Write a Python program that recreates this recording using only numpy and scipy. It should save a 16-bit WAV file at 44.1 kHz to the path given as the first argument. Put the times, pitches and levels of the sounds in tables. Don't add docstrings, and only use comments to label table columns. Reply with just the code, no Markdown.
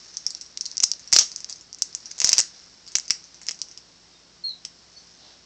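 import sys
import numpy as np
from scipy import signal
from scipy.fft import rfft, irfft
from scipy.io import wavfile

SR = 44100
rng = np.random.default_rng(int(sys.argv[2]) if len(sys.argv) > 2 else 0)


def wav_record(signal):
    frames = np.transpose(np.atleast_2d(signal))
    bounded = np.clip(frames, -1, 1)
    quanta = np.round(bounded * 32767).astype(np.int16)
    wavfile.write(sys.argv[1], SR, quanta)


N = 240609
TIME = np.arange(N) / SR

# (time [s], edge level as rms over 1 ms [dB], ring [Hz], burst length [ms], body [dB], room send [dB])
SNAP_HITS = [(.1699, -17.5, 6200, 1.6, -23.5, -6), (.2651, -10, 5400, 1.6, -29.5, -7),
             (.3057, -22, 5100, 0.55, -24, -7), (.3493, -21, 5000, 0.77, -24, -13),
             (.4115, -25, 5600, 2.5, -20, -1), (.5742, -19, 3900, 0.21, -16, -13.5),
             (.6098, -14.5, 5160, 2.3, -25.5, -7.5), (.6553, -21.5, 4700, 1.6, -22, -3),
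             (.6617, -19.5, 5240, 2.6, -25.5, -8.5), (.7148, -25.5, 5600, .6, -33, -13),
             (.7702, -16.5, 5900, .1, -25, -14), (.7798, -13.5, 5600, 0.19, -25, -27),
             (.8026, -11, 5650, 0.34, -19, -14), (.8262, -19.5, 6400, 0.33, -14.5, -2),
             (.8338, -9, 6100, 0.28, -23, -6), (.8368, 3.5, 6660, 1.41, -30, -25),
             (.8402, -2.5, 4900, 0.88, -31, -10.5), (.9163, -9.5, 5300, 0.16, -23, -15.5),
             (.9356, -24.5, 5500, .4, -18, -16), (1.0753, -30.5, 5600, 1.2, -18, 0),
             (1.12, -21.5, 5900, .2, -13, -2), (1.1274, -1.5, 6140, 0.78, -19, -3.5),
             (1.1337, 2.5, 5900, 1.06, -14, -12), (1.1428, -7, 6000, 0.47, -24, -16),
             (1.1635, 9, 5040, 1.85, -14, -19), (1.1686, -8.5, 5800, 2, -23, -9),
             (1.187, 8, 5740, 1.0, -15, -10), (1.193, -5, 5650, 1.2, -28, -20),
             (1.207, -19.5, 5070, 1.7, -14.5, 5), (1.3167, -27, 5250, 1.9, -16, -1),
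             (1.3617, -18.5, 5770, 0.31, -27, -10), (1.4049, -29, 5960, 0.37, -19, -4),
             (1.4449, -20.5, 5900, 0.19, -20, -21), (1.4972, -25, 5570, 0.32, -27, -1),
             (1.5266, -24.5, 5370, .3, -28, -5), (1.729, -26.5, 5550, 0.35, -25, -7),
             (1.7469, -28.5, 5900, 0.18, -30, -18), (1.8216, -2, 5600, 0.17, -25, -16.5),
             (1.95, -15.5, 6530, 0.11, -20.5, -10.5), (2.057, -27, 5570, 1.6, -21, 1),
             (2.114, -23.5, 5540, 1.9, -14.5, -10), (2.181, -29, 5560, 0.55, -10, 1),
             (2.189, -25.5, 6200, 0.7, -15, -15), (2.2025, -10.5, 6800, 0.21, -14.5, -8.5),
             (2.2166, -12.5, 6260, 0.28, -10, -3.5), (2.2446, 11, 5930, 0.87, -26.5, -19),
             (2.2737, -11, 6460, 0.62, -18, -7), (2.2921, 5.5, 6700, 0.86, -27, -27),
             (2.319, -15, 6600, 0.18, -13, -12), (2.3303, 7.5, 5700, 1.1, -19, -21),
             (2.339, -16, 5500, 0.7, -8, -8), (2.375, -26, 5650, 2, -14, -12),
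             (2.3816, 2.5, 5270, 0.82, -20, -12.5), (2.3891, -2.5, 7300, .9, -19, -17),
             (2.3945, -7.5, 5770, 1.05, -12, -4.5), (2.4018, -3, 7250, 1.35, -21, -23),
             (2.4117, -14, 5800, 1.3, -26, -14), (2.8771, -33, 5760, .7, -14.5, 3.5),
             (2.9537, -3.5, 6300, 0.35, -9.5, -18.5), (2.9567, -8.5, 5800, 0.59, -14.5, -7),
             (2.9681, -20, 5800, 0.34, -20, -16), (2.985, -16.5, 6500, 0.55, -13.5, -25),
             (2.998, -21.5, 5400, 0.16, -15, -11), (3.0805, -26, 5930, 1, -21, -3),
             (3.1, -22.5, 4870, 0.8, -10.5, -1), (3.1064, -2.5, 5600, 0.56, -14, -10),
             (3.4159, -36, 5500, .4, -7.5, 2), (3.4675, -27, 6300, 0.22, -14.5, -5),
             (3.4857, -14, 5630, 1.4, -12, -9.5), (3.492, -18.5, 5300, 2, -7.5, -12),
             (3.5105, -21, 6900, 0.16, -11, -8), (3.516, -23, 5940, 1.1, -20, -16),
             (3.617, -15.5, 5400, 0.19, -16, -9.5), (3.7131, -35, 5400, 0.95, -15, 2),
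             (3.7754, -28.5, 5370, 0.85, -15, -5), (4.6502, -21, 4870, 2.2, -12, -6.5)]
# (frequency [Hz], gain [dB])
EDGE_EQ = [(1500, -49.5), (3200, -25.5), (4200, -9), (5000, -1), (5600, 0.5), (6300, -3), (7200, -6),
           (8200, -5), (12000, -12.5)]
# (frequency [Hz], gain [dB])
BODY_EQ = [(30, -5), (150, 7), (450, 9), (850, 4.5), (1400, -1), (2200, -0.5), (2900, -3), (3600, -0.5),
           (4400, 5.5), (7000, -22.5)]
# (centre [Hz], width [Hz], gain [dB])
HOLLOW_MODES = [(2190, 580, -3), (2795, 600, 3)]


def snaps(hits, ring_width_hz=2000, splinter_db=-13, splinter_ms=3.3, splinters_per_s=1500, detune=.05):
    direct, send = np.zeros(N), np.zeros(N)
    ms = np.arange(SR // 25) * 1000 / SR
    one_ms_gain = np.sqrt(SR / 1000)
    noises = rng.standard_normal((len(hits), len(ms)))
    breaks = rng.random((len(hits), len(ms))) < splinters_per_s / SR
    tunings = np.exp(detune * rng.standard_normal(len(hits)))
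    for hit, noise, broken, tuning in zip(hits, noises, breaks, tunings):
        start, db, ring_hz, length_ms, body_db, send_db = hit
        crack = unit(noise * np.exp(-(ms / length_ms) ** 4))
        splinters = unit(broken * np.sign(noise) * np.exp(-ms / splinter_ms))
        burst = crack + undb(splinter_db) * splinters
        edge = unit(colour(resonate(burst, ring_hz, ring_width_hz), EDGE_EQ))
        blow = burst + signal.unit_impulse(len(ms))
        hollow = sum(undb(gain) * resonate(blow, tuning * hz, width) for hz, width, gain in HOLLOW_MODES)
        body = undb(body_db) * unit(colour(hollow, BODY_EQ))
        snap = (edge + body) * undb(db) * one_ms_gain
        add(direct, start, snap)
        add(send, start, snap * undb(send_db))
    return direct, send


# (time [s], length [s], level [dB])
HARD_BITES = [(1.126, 0.12, -27), (1.48, 0.058, -43), (2.206, .2, -30), (3.472, 0.042, -43.5)]
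# (frequency [Hz], gain [dB])
CRUNCH_EQ = [(100, -26), (700, -15), (1500, -16.5), (3200, -14.5), (4400, -4.5), (5500, 2.5), (6500, -4.5),
             (8000, -18), (12000, -15)]


def crunches():
    crackle = colour(grains(per_s=900, spread_db=4, max_db=12), CRUNCH_EQ)
    out = np.zeros(N)
    for start, length, db in HARD_BITES:
        bite = crackle[int(start * SR):int((start + length) * SR)]
        add(out, start, level(bite * signal.windows.tukey(len(bite), alpha=.48), db))
    return out


# (start [s], end [s])
NIBBLE_SPELLS = [(0, 2.2), (2.85, 3.8)]


def ticks(per_s=9, db=-36, spread_db=1.5, ring_hz=5700, length_ms=1.24, body_db=-17, send_db=-.5):
    draws = rng.random((120, 4))
    times = np.cumsum(.3 + 1.4 * draws[:, 0]) / per_s
    variations = 2 * draws[:, 1:] - 1
    return [(s, db + spread_db * loud, ring_hz * (1 + .08 * high), length_ms * (1 + long / 2),
             body_db, send_db)
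            for s, (loud, high, long) in zip(times, variations)
            if any(start < s < end for start, end in NIBBLE_SPELLS)]


def squeak(length_s=.091, start_hz=4300, sag_hz_per_s=2430, drop_hz=450, attack_s=.0062, release_s=.02):
    t = np.arange(int(length_s * SR)) / SR
    hz = start_hz - sag_hz_per_s * t - drop_hz * (t / length_s) ** 5
    gate = np.clip(np.minimum(t / attack_s, (length_s - t) / release_s), 0, 1)
    return whistle(hz) * gate * undb(-25 - 91 * t)


# (time [s], length [s], pitch [Hz], glide [Hz], peak level [dB])
PEEP_NOTES = [(4.134, 0.053, 3710, -44, -52.5), (4.443, 0.081, 6110, -38, -54.5),
              (4.953, 0.052, 4420, 40, -42), (4.96, 0.053, 6100, -18, -49.5),
              (5.114, 0.067, 6290, 25, -52.5)]


def squeak_and_peeps(squeak_at_s=4.437, echo_s=.0254, echo_db=-9):
    note, out = squeak(), np.zeros(N)
    for bounce in range(4):
        add(out, squeak_at_s + bounce * echo_s, undb(bounce * echo_db) * note)
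    for start, length, hz, glide_hz, db in PEEP_NOTES:
        count = int(length * SR)
        peep = whistle(hz + glide_hz * np.linspace(0, 1, count))
        add(out, start, undb(db) * signal.windows.hann(count) * peep)
    return out


# (time [s], relative level [dB])
MOVEMENT = [(0, -45), (.26, -47.5), (.48, -51), (.8, -45.5), (1.1, -49.5), (1.35, -47.5), (1.75, -54),
            (1.94, -48), (2.6, -47.5), (2.8, -52), (3.1, -49.5), (3.5, -53), (4.5, -54.5), (5.1, -51),
            (5.46, -53.5)]
# (frequency [Hz], gain [dB])
RUSTLE_EQ = [(200, -33.5), (1500, -12.5), (3200, -17), (4400, -5.5), (5500, 1.5), (6500, -8.5), (8000, -18),
             (12000, -17)]
# (time [s], length [s], level at the crest [dB])
FEATHER_BRUSHES = [(2.468, 0.17, -58), (5.14, 0.28, -51)]
# (frequency [Hz], gain [dB])
BRUSH_EQ = [(60, -31), (280, -8), (750, 3), (1200, -9), (1650, -6), (2400, -13), (3300, -1), (4100, 5),
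            (5300, 0), (7500, -18)]


def rustle(still_db=-56):
    slips = colour(grains(per_s=2500, spread_db=3, max_db=12), RUSTLE_EQ)
    movement = undb(np.interp(TIME, *np.transpose(MOVEMENT)))
    above_stillness = np.sqrt(np.maximum(movement ** 2 - undb(still_db) ** 2, 0))
    out = level(slips, db=-1) * above_stillness
    for start, length, db in FEATHER_BRUSHES:
        count = int(length * SR)
        brush = level(colour(rng.standard_normal(count), BRUSH_EQ), db)
        add(out, start, signal.windows.hann(count) * brush)
    return out


# (pitch [Hz], relative level [dB], 60 dB decay time [s])
WIRE_MODES = [(4770, 3.5, .3), (5055, -8, .35), (5400, -6.5, 1), (5450, 2, .4), (5900, 1.5, 0.36),
              (6400, -11, .35), (6380, -15, .3), (6700, -2.5, 0.44)]


def cage_and_room(cage_db=-4, room_db=-2, wires_db=-31):
    t = np.arange(SR // 2) / SR
    onset = np.clip(t / .0012 - .5, 0, 1)
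    cage = rng.standard_normal(len(t)) ** 3 * fade(t, t60=.052) * onset
    room = rng.standard_normal(len(t)) * fade(t, t60=.22) * onset
    wires = sum(undb(db) * np.sin(2 * np.pi * hz * t) * fade(t, t60) for hz, db, t60 in WIRE_MODES)
    return undb(cage_db) * unit(cage) + undb(room_db) * unit(room) + undb(wires_db) * unit(wires)


# (frequency [Hz], gain [dB])
HISS_EQ = [(25, -13.5), (55, -8.5), (120, -2.5), (300, -3), (600, -6.5), (1200, -9), (2400, -10.5),
           (3400, -9.5), (4400, -5), (5400, -3.5), (6400, -12), (8000, -13), (12000, -25)]
# (frequency [Hz], rms level [dB])
HUM_PARTIALS = [(59, -72), (172.3, -70.5), (258.4, -80), (349.9, -77.5)]


def room_tone(hiss_db=-55.5):
    hum = sum(level(np.sin(2 * np.pi * (hz * TIME + rng.random())), db) for hz, db in HUM_PARTIALS)
    return level(colour(rng.standard_normal(N), HISS_EQ), hiss_db) + hum


def undb(db):
    return 10 ** (np.asarray(db) / 20)


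def unit(x):
    return x / np.sqrt(np.sum(x ** 2))


def level(x, db):
    return unit(x) * np.sqrt(len(x)) * undb(db)


def add(track, s, x):
    start = max(int(s * SR), 0)
    track[start:start + len(x)] += x[:max(N - start, 0)]


def colour(x, eq, size=2048):
    hz, db = np.transpose(eq)
    curve_db = np.interp(np.log(np.fft.rfftfreq(size, 1 / SR) + 1), np.log(hz), db)
    cepstrum = irfft(np.log(undb(curve_db)))
    cepstrum[1:size // 2] *= 2
    cepstrum[size // 2 + 1:] = 0
    return signal.fftconvolve(x, irfft(np.exp(rfft(cepstrum))))[:len(x)]


def resonate(x, hz, width_hz):
    return signal.lfilter(*signal.iirpeak(hz, hz / width_hz, fs=SR), x)


def fade(t, t60):
    return np.exp(-np.log(1000) * t / t60)


def grains(per_s, spread_db, max_db):
    clicks = (rng.random(N) < per_s / SR) * rng.choice([-1, 1], N)
    return clicks * undb(np.minimum(spread_db * rng.exponential(size=N), max_db))


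def whistle(hz):
    return np.sin(2 * np.pi * np.cumsum(hz) / SR)


def soft_clip(x, ceiling):
    return x / (1 + (x / ceiling) ** 20) ** (1 / 20)


def scene(send_db=-6):
    space = cage_and_room()
    bed = rustle() + room_tone()
    crackle, calls = crunches(), squeak_and_peeps()
    direct, snap_send = snaps(SNAP_HITS + ticks())
    echoes = signal.fftconvolve(snap_send + undb(send_db) * (crackle + calls), space)[:N]
    return (direct + crackle + calls + echoes + bed)[None]


def record(dry, lopsided=.045, mic_edge_hz=8000, top_hz=16500):
    overloaded = soft_clip(dry, ceiling=.66 * (1 + lopsided * np.sign(dry)))
    narrow = signal.sosfiltfilt(signal.butter(10, mic_edge_hz, fs=SR, output="sos"), overloaded)
    splashed = soft_clip(narrow, ceiling=.75)
    return signal.sosfilt(signal.ellip(8, .2, 70, top_hz, fs=SR, output="sos"), splashed)


dry = scene()
out = record(dry)
wav_record(out)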